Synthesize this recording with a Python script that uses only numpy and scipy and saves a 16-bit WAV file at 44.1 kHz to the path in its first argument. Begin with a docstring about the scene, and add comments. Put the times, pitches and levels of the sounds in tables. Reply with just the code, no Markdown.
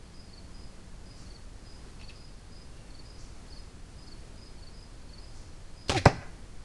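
"""A backyard among trees: low rumble, thin hiss and a faint hum that is gone by 1.7 s. Two crickets chirp,
one close and one deeper in the leaves, with soft insect rasps, dry ticks near 2 s and a far call near 2.8 s.
At 5.88 s a bow's release clicks and its string snaps forward; the arrow whistles by 0.55 m from the
microphone with falling pitch, then thuds into a bag target before a plywood board, and the trees answer.
Insects and arrow are shaped tones and coloured noise; blows are decaying noise and ringing tones."""
import sys
import numpy as np
from scipy import signal
from scipy.fft import rfft, irfft, next_fast_len
from scipy.io import wavfile
from scipy.ndimage import map_coordinates

SR = 44100
rng = np.random.default_rng(int(sys.argv[2]) if len(sys.argv) > 2 else 0)


def persist_wave(psi):
    """Save psi, clipped to +-1, as 16-bit WAV."""
    counts = np.round(np.clip(psi, -1, 1) * 32767).astype(np.int16)
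    wavfile.write(sys.argv[1], SR, np.atleast_2d(counts).T)


N = 292824

# Every colour is a relative spectrum: its noise is brought to rms 1 before it gets a level.
# still air of the yard: pitch_hz, relative_db
YARD_AIR_COLOUR = [(15, -4), (27, -4), (60, -10), (85, -13.5), (115, -15.5), (170, -20), (260, -23),
                   (400, -27), (734, -32), (2300, -39), (3600, -41.5), (5600, -41.5), (9700, -45),
                   (11500, -50)]
# how long the trees hold each pitch: pitch_hz, t60_s
TREE_DECAY = [(100, 0.42), (500, 0.7), (1600, 0.88), (3000, 0.49), (6000, 0.4), (10000, 0.24)]
# how strongly the trees return each pitch: pitch_hz, relative_db
TREE_COLOUR = [(60, 3), (500, -14), (1000, -11.5), (1600, -5), (2400, -2.5), (3500, 0), (6000, 4.5),
               (10000, -2)]
SOUND_SPEED = 343  # m/s

# high insect rasps: start_s
RASP_TIMES = [1.167, 3.177, 5.337]
# rasp noise: pitch_hz, relative_db
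RASP_COLOUR = [(3000, -29), (4500, -4), (6000, -3), (7500, -9), (10000, -21), (12000, -40)]
RASP_DB, RASP_ATTACK_S, RASP_T60_S = -54.5, 0.018, 0.61

# dry ticks: start_s, level_db
TICKS = [(1.998, -56), (2.012, -48), (2.025, -54), (2.093, -45), (2.104, -53)]
# crack of a tick: pitch_hz, relative_db
TICK_COLOUR = [(1000, -22), (2100, -7), (2650, 1), (3200, -6), (4000, -7), (10000, -25)]
TICK_CRACK_T60_S = .055
TICK_HZ, TICK_RING_DB, TICK_RING_T60_S = 2620, -4, .09  # one resonance for all; its dB is relative to the crack

# Every chirp of a cricket is built alike; the pauses between chirps differ.
# far cricket: last_stroke_s
FAR_CHIRPS = [.243, .643, 1.157, 1.758, 2.252, 2.62, 3.152, 3.6, 4.08, 4.474, 4.832, 5.285, 5.868]
FAR_DB, FAR_HZ = -53.5, 5007  # last stroke
# halo of the far cricket in the leaves: pitch_hz, relative_db
LEAF_SCATTER = [(4200, -42), (4700, -6), (5000, 0), (5200, -7), (5600, -49)]
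# near cricket, strokes falling in pitch: last_stroke_s
NEAR_CHIRPS = [.383, 1.358, 2.088, 2.997, 3.573, 4.126, 4.678, 5.186]
NEAR_DB, NEAR_HZ, NEAR_GLIDE_HZ = -48.6, 4460, -170  # last stroke; glide is to either side of its middle
STROKE_S = .044  # from one wing stroke to the next
SWELL_POWER = 2.63  # a chirp starts softly and levels off towards its last stroke
STROKE_HZ_PER_DB, STROKE_SAG_HZ = 9.5, 130  # weak strokes sit lower; the pitch sags as the wing stops

# small metal click of the release: pitch_hz, relative_db
RELEASE_COLOUR = [(400, -11), (2000, -12), (3000, -8), (4400, 4), (7000, -10), (11000, -14)]
# bow contacts, from the snap of the string to the rattle of the limbs: start_s, level_db, t60_s
BOW_CONTACTS = [(5.895, -18.5, 0.028), (5.9, -24.5, 0.13), (5.918, -36.5, 0.33)]
# noise of the bow contacts: pitch_hz, relative_db
BOW_COLOUR = [(40, -5), (100, 1), (200, -2), (600, -0.5), (1000, -5), (1350, -5), (1900, -10), (2600, -5.5),
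              (4200, -10), (6000, -12.5), (8000, -19), (11000, -30)]
# tones of the arrow: pitch_hz at rest, level_db at 1 m, forward_beaming_db, flex_swell (0-1)
FLETCHING = [(110, -28.5, 1, 0), (311.5, -34.5, 5, 0), (640, -35.5, 10, 0.72), (1075, -55, 14, 0.4)]
# hiss of the arrow's wake: pitch_hz, relative_db
WAKE_COLOUR = [(100, -10), (350, 2), (900, -12), (1400, -7), (1700, 0.5), (2050, 3.5), (2500, 3.5),
               (2950, -6.5), (4200, -2), (7500, -14), (11000, -22)]
# arrow pierces the cover, is stopped by the filling, shoves the bag: start_s, slap_db, slap_hz, crack_db
STRIKES = [(6.0549, -16, 623, -14.5), (6.0594, 0, 670, -21), (6.064, -14, 420, -42)]
# ringing of bag and board: pitch_hz, relative_db, t60_s
TARGET_TONES = [(181.4, -6.5, 0.09), (266, -8, 0.1), (394, -11, 0.053), (579, -5.5, 0.063),
                (777, -5, 0.073), (934, -11.5, 0.056), (1184, -6.5, 0.058), (1545, -2.5, 0.024),
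                (1660, -5, 0.025), (1960, -2.5, 0.026), (2390, -8, 0.027)]
# tearing of the target's cover: pitch_hz, relative_db
CRACK_COLOUR = [(300, -5), (1700, 1.5), (2600, -6.5), (3200, -12), (4300, 1), (5600, -1), (6500, -17),
                (7700, -3), (9000, -22), (10400, -16.5), (11800, -23)]
# shudder of the bag's filling: pitch_hz, relative_db
FILLING_COLOUR = [(40, -18), (160, 6), (210, -2), (320, 0), (480, -1.5), (720, 1.5), (1300, -9.5),
                  (2500, -12.5), (3300, -24), (5500, -18.5), (11000, -42)]

TOP_HZ = 12100  # band limit at the microphone


def amp(db):
    """Decibels to gain."""
    return 10 ** (np.asarray(db) / 20)


def unit(x):
    """Scale to rms 1."""
    return x / np.sqrt(np.mean(x ** 2) + 1e-20)


def clock():
    """The time of every sample, in seconds."""
    return np.arange(N) / SR


def along(points, hz):
    """Read (Hz, value) points on a log frequency axis."""
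    f, v = np.transpose(points)
    return np.interp(np.log(hz + 1), np.log(f), v)


def filtered(x, response):
    """Multiply the spectrum of x by a response of frequency."""
    m = next_fast_len(len(x) + SR // 4)
    spectrum = rfft(x, m) * response(np.fft.rfftfreq(m, 1 / SR))
    return irfft(spectrum, m)[:len(x)]


def noise(colour):
    """Noise of rms 1 with a (Hz, dB) spectrum."""
    return unit(filtered(rng.standard_normal(N), lambda hz: amp(along(colour, hz))))


def wobble(rate):
    """A smooth random curve with rate knots a second."""
    knots = rng.standard_normal(int(N * rate / SR) + 4)
    return map_coordinates(knots, [clock() * rate])


def decay(t, t60, attack):
    """Envelope of a blow at t = 0: a quick rise, then a fall of 60 dB in t60; silent before."""
    t = np.maximum(t, 0)
    return np.exp(-np.log(1000) * t / t60) * (1 - np.exp(-t / attack))


def add(track, s, sound):
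    """Mix a sound into the track from time s."""
    part = track[round(s * SR):][:len(sound)]
    part += sound[:len(part)]


def outdoors(floor_db=-45.1, hum_hz=183, hum_db=-57):
    """Distant rumble and hiss, a far chorus of crickets as band noise, and a faint hum that fades early."""
    air = amp(floor_db + 0.44 * wobble(4)) * noise(YARD_AIR_COLOUR)
    chorus_colour = [(3600, -28), (4300, -5.5), (5100, -12), (5900, -47)]
    chorus = amp(-70.5 + 1.3 * wobble(9)) * noise(chorus_colour)
    fade = np.interp(clock(), [1.1, 1.7], [1, 0])
    hum = amp(hum_db) * fade * np.sin(2 * np.pi * hum_hz * clock() + .5 * wobble(4.9))
    return air + chorus + hum


def trees(x, build_s=0.034, echo_s=0.153, echo_db=3):
    """Trunk and leaf scatter builds up, a far yard edge answers; each frequency dies at its own speed."""
    hz, t, grains = signal.stft(rng.standard_normal(SR), SR, nperseg=256)
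    shape = amp(along(TREE_COLOUR, hz))[:, None] * decay(t, along(TREE_DECAY, hz)[:, None], build_s)
    echo = 1 + amp(echo_db) * decay(t - echo_s, 0.12, attack=0.0022)
    tail = signal.istft(grains * shape * echo, SR, nperseg=256)[1]
    return signal.fftconvolve(x, tail / np.linalg.norm(tail))[:N]


def far_call(at_s=2.81, length_s=.1, db=-69):
    """A faint, thin call from deep in the trees: a swell of narrow noise with an unsteady level."""
    swell = np.exp(-((clock() - at_s) / length_s) ** 2)
    return amp(db + 2.3 * wobble(35.4)) * swell * noise([(2300, -25), (2780, 2), (3250, -25)])


def rasps():
    """An insect further off gives a soft high rasp of decaying noise about every two seconds."""
    envelope = sum(decay(clock() - s, RASP_T60_S, RASP_ATTACK_S) for s in RASP_TIMES)
    return amp(RASP_DB) * noise(RASP_COLOUR) * envelope


def ticks():
    """A few dry ticks in quick succession, each a short crack with a brief, unsteady ring."""
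    t = clock()

    def taps(t60):
        """Envelope of all the ticks."""
        return sum(amp(db) * decay(t - s, t60, attack=.0008) for s, db in TICKS)

    crack = taps(TICK_CRACK_T60_S) * noise(TICK_COLOUR)
    tone = np.sin(2 * np.pi * TICK_HZ * t + .9 * wobble(200))
    return crack + amp(TICK_RING_DB) * taps(TICK_RING_T60_S) * tone


def cricket(chirps, count, swell_db, hz, glide_hz, width_s, rough):
    """A chirp is count wing strokes swelling by swell_db; each slides in pitch and sags as the wing stops."""
    out, t = np.zeros(N), np.arange(-SR // 25, SR // 25) / SR
    slide = glide_hz * np.tanh(t / width_s) - STROKE_SAG_HZ * np.clip(t / width_s - .5, 0, 1)
    for s in chirps:
        for k in range(count):  # counted back from the last stroke
            stroke_db = -swell_db * (k / (count - 1)) ** SWELL_POWER
            pitch = hz + STROKE_HZ_PER_DB * stroke_db + slide
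            # uneven teeth on the wing jitter the phase
            teeth = rough * unit(signal.resample(rng.standard_normal(24), len(t)))
            tone = np.sin(2 * np.pi * np.cumsum(pitch) / SR + teeth)
            stroke = np.exp(-(t / width_s) ** 2) * tone
            add(out, s - k * STROKE_S + t[0], amp(stroke_db) * stroke)
    return out * (1 + 0.34 * wobble(300))


def crickets(halo_db=-10, halo_lead_s=0.038, halo_s=0.073):
    """One cricket deeper in the leaves, whose scatter fills the gaps between its strokes, and one close by."""
    far = cricket(FAR_CHIRPS, count=3, swell_db=3, hz=FAR_HZ, glide_hz=0, width_s=.012, rough=.12)
    # the halo is centred ahead of the last stroke
    blur = sum(np.exp(-((clock() - s + halo_lead_s) / halo_s) ** 2) for s in FAR_CHIRPS)
    halo = amp(halo_db) * blur * noise(LEAF_SCATTER)
    near = cricket(NEAR_CHIRPS, count=3, swell_db=9, hz=NEAR_HZ, glide_hz=NEAR_GLIDE_HZ,
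                   width_s=.0105, rough=.4)
    return amp(NEAR_DB) * near + amp(FAR_DB) * (far + halo)


def release(at_s=5.8825, db=-37, t60=0.077):
    """The catch lets go of the string with a small bright click of decaying noise."""
    return amp(db) * noise(RELEASE_COLOUR) * decay(clock() - at_s, t60, attack=0.00072)


def bow(grit_db=3.4, kick_db=-21, kick_hz=105):
    """The string snaps forward: the limbs kick, and cams and arrow rest chatter as they settle."""
    shake = sum(amp(db) * decay(clock() - s, t60, attack=0.00058) for s, db, t60 in BOW_CONTACTS)
    chatter = unit(noise(BOW_COLOUR) * amp(grit_db * wobble(450)))
    t = clock() - BOW_CONTACTS[0][0]
    kick = amp(kick_db) * decay(t, 0.054, attack=0.00075) * np.sin(2 * np.pi * kick_hz * t)
    return shake * chatter - kick


def flight(launch_s=5.91, pass_s=5.975, rough=0.2, flex_hz=29, air_db=-30.0, wake_s=0.0033):
    """The vanes whistle and hiss; Doppler drops the pitch as the arrow passes the microphone."""
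    speed, miss = 68, .55  # m/s; closest distance to the microphone, m
    t = clock()
    ahead = speed * (t - pass_s)  # metres beyond the microphone
    distance = np.hypot(ahead, miss)
    approach = -ahead / distance  # 1 coming straight in, -1 going away
    doppler = 1 / (1 - approach * speed / SOUND_SPEED)
    flying = np.interp(t, [launch_s, launch_s + .006], [0, 1]) * (t < STRIKES[0][0])
    flex = np.cos(2 * np.pi * flex_hz * (t - launch_s - .011))  # bending of the shaft
    whistle = np.zeros(N)
    for hz, db, forward_db, swell in FLETCHING:
        phase = 2 * np.pi * np.cumsum(hz * doppler) / SR + rough * wobble(160)
        level = amp(db + forward_db * approach) * (1 + swell * flex + rough * wobble(150))
        whistle += level * np.sin(phase)
    # the wake trails the arrow and is thrown sideways, so its hiss flares only as it goes by
    wake_distance = np.hypot(ahead - speed * wake_s, miss)
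    sideways = 0.32 + 0.38 * miss / wake_distance
    wake = amp(air_db + 0.66 * wobble(300)) * sideways * noise(WAKE_COLOUR) / wake_distance
    return flying * (whistle / distance + wake)


def impact(thump_s=6.061, thump_hz=122, thump_db=3.0, thump_t60=0.042,
           ring_db=-11, shudder_db=-19.5, shudder_t60=.18):
    """Strikes dent and crack the cover, the hardest rings the target; the heavy bag thumps and shudders."""
    out, t = np.zeros(N), np.arange(SR // 2) / SR
    for s, db, hz, crack_db in STRIKES:
        cycles = hz * t
        slap = cycles * np.exp(1 - cycles ** 2 * 2) * np.sin(2 * np.pi * cycles)  # dead after about one cycle
        crack = noise(CRACK_COLOUR)[:len(t)] * decay(t, 0.017, attack=0.00075)
        add(out, s, amp(db) * slap + amp(crack_db) * crack)
    ring = sum(amp(db) * decay(t, t60, attack=0.00035) * np.sin(2 * np.pi * hz * t)
               for hz, db, t60 in TARGET_TONES)
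    add(out, STRIKES[1][0], amp(ring_db) * ring)
    thump = decay(t, thump_t60, attack=0.0058) * np.sin(2 * np.pi * thump_hz * t)
    add(out, thump_s, amp(thump_db) * thump)
    shudder = noise(FILLING_COLOUR) * decay(clock() - thump_s, shudder_t60, attack=.002)
    return out + amp(shudder_db) * shudder


def scene():
    """The small creatures deeper among the trees, with more scatter, and the shot in the open yard."""
    wildlife = crickets() + rasps() + ticks() + far_call()
    shot = release() + bow() + flight() + impact()
    scatter = amp(-14.5) * trees(wildlife) + amp(-20.0) * trees(shot)
    return (outdoors() + wildlife + shot + scatter)[None]


def record(dry):
    """The microphone's chain flattens the highest peaks and rolls its treble off into a steep band limit."""
    held = dry[0] / (1 + (dry[0] / .74) ** 8) ** (1 / 8)  # no peak passes 0.74 here
    return filtered(held, lambda hz: (hz < TOP_HZ) / np.sqrt(1 + (hz / 10900) ** 40))[None]


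dry = scene()
out = record(dry)
persist_wave(out)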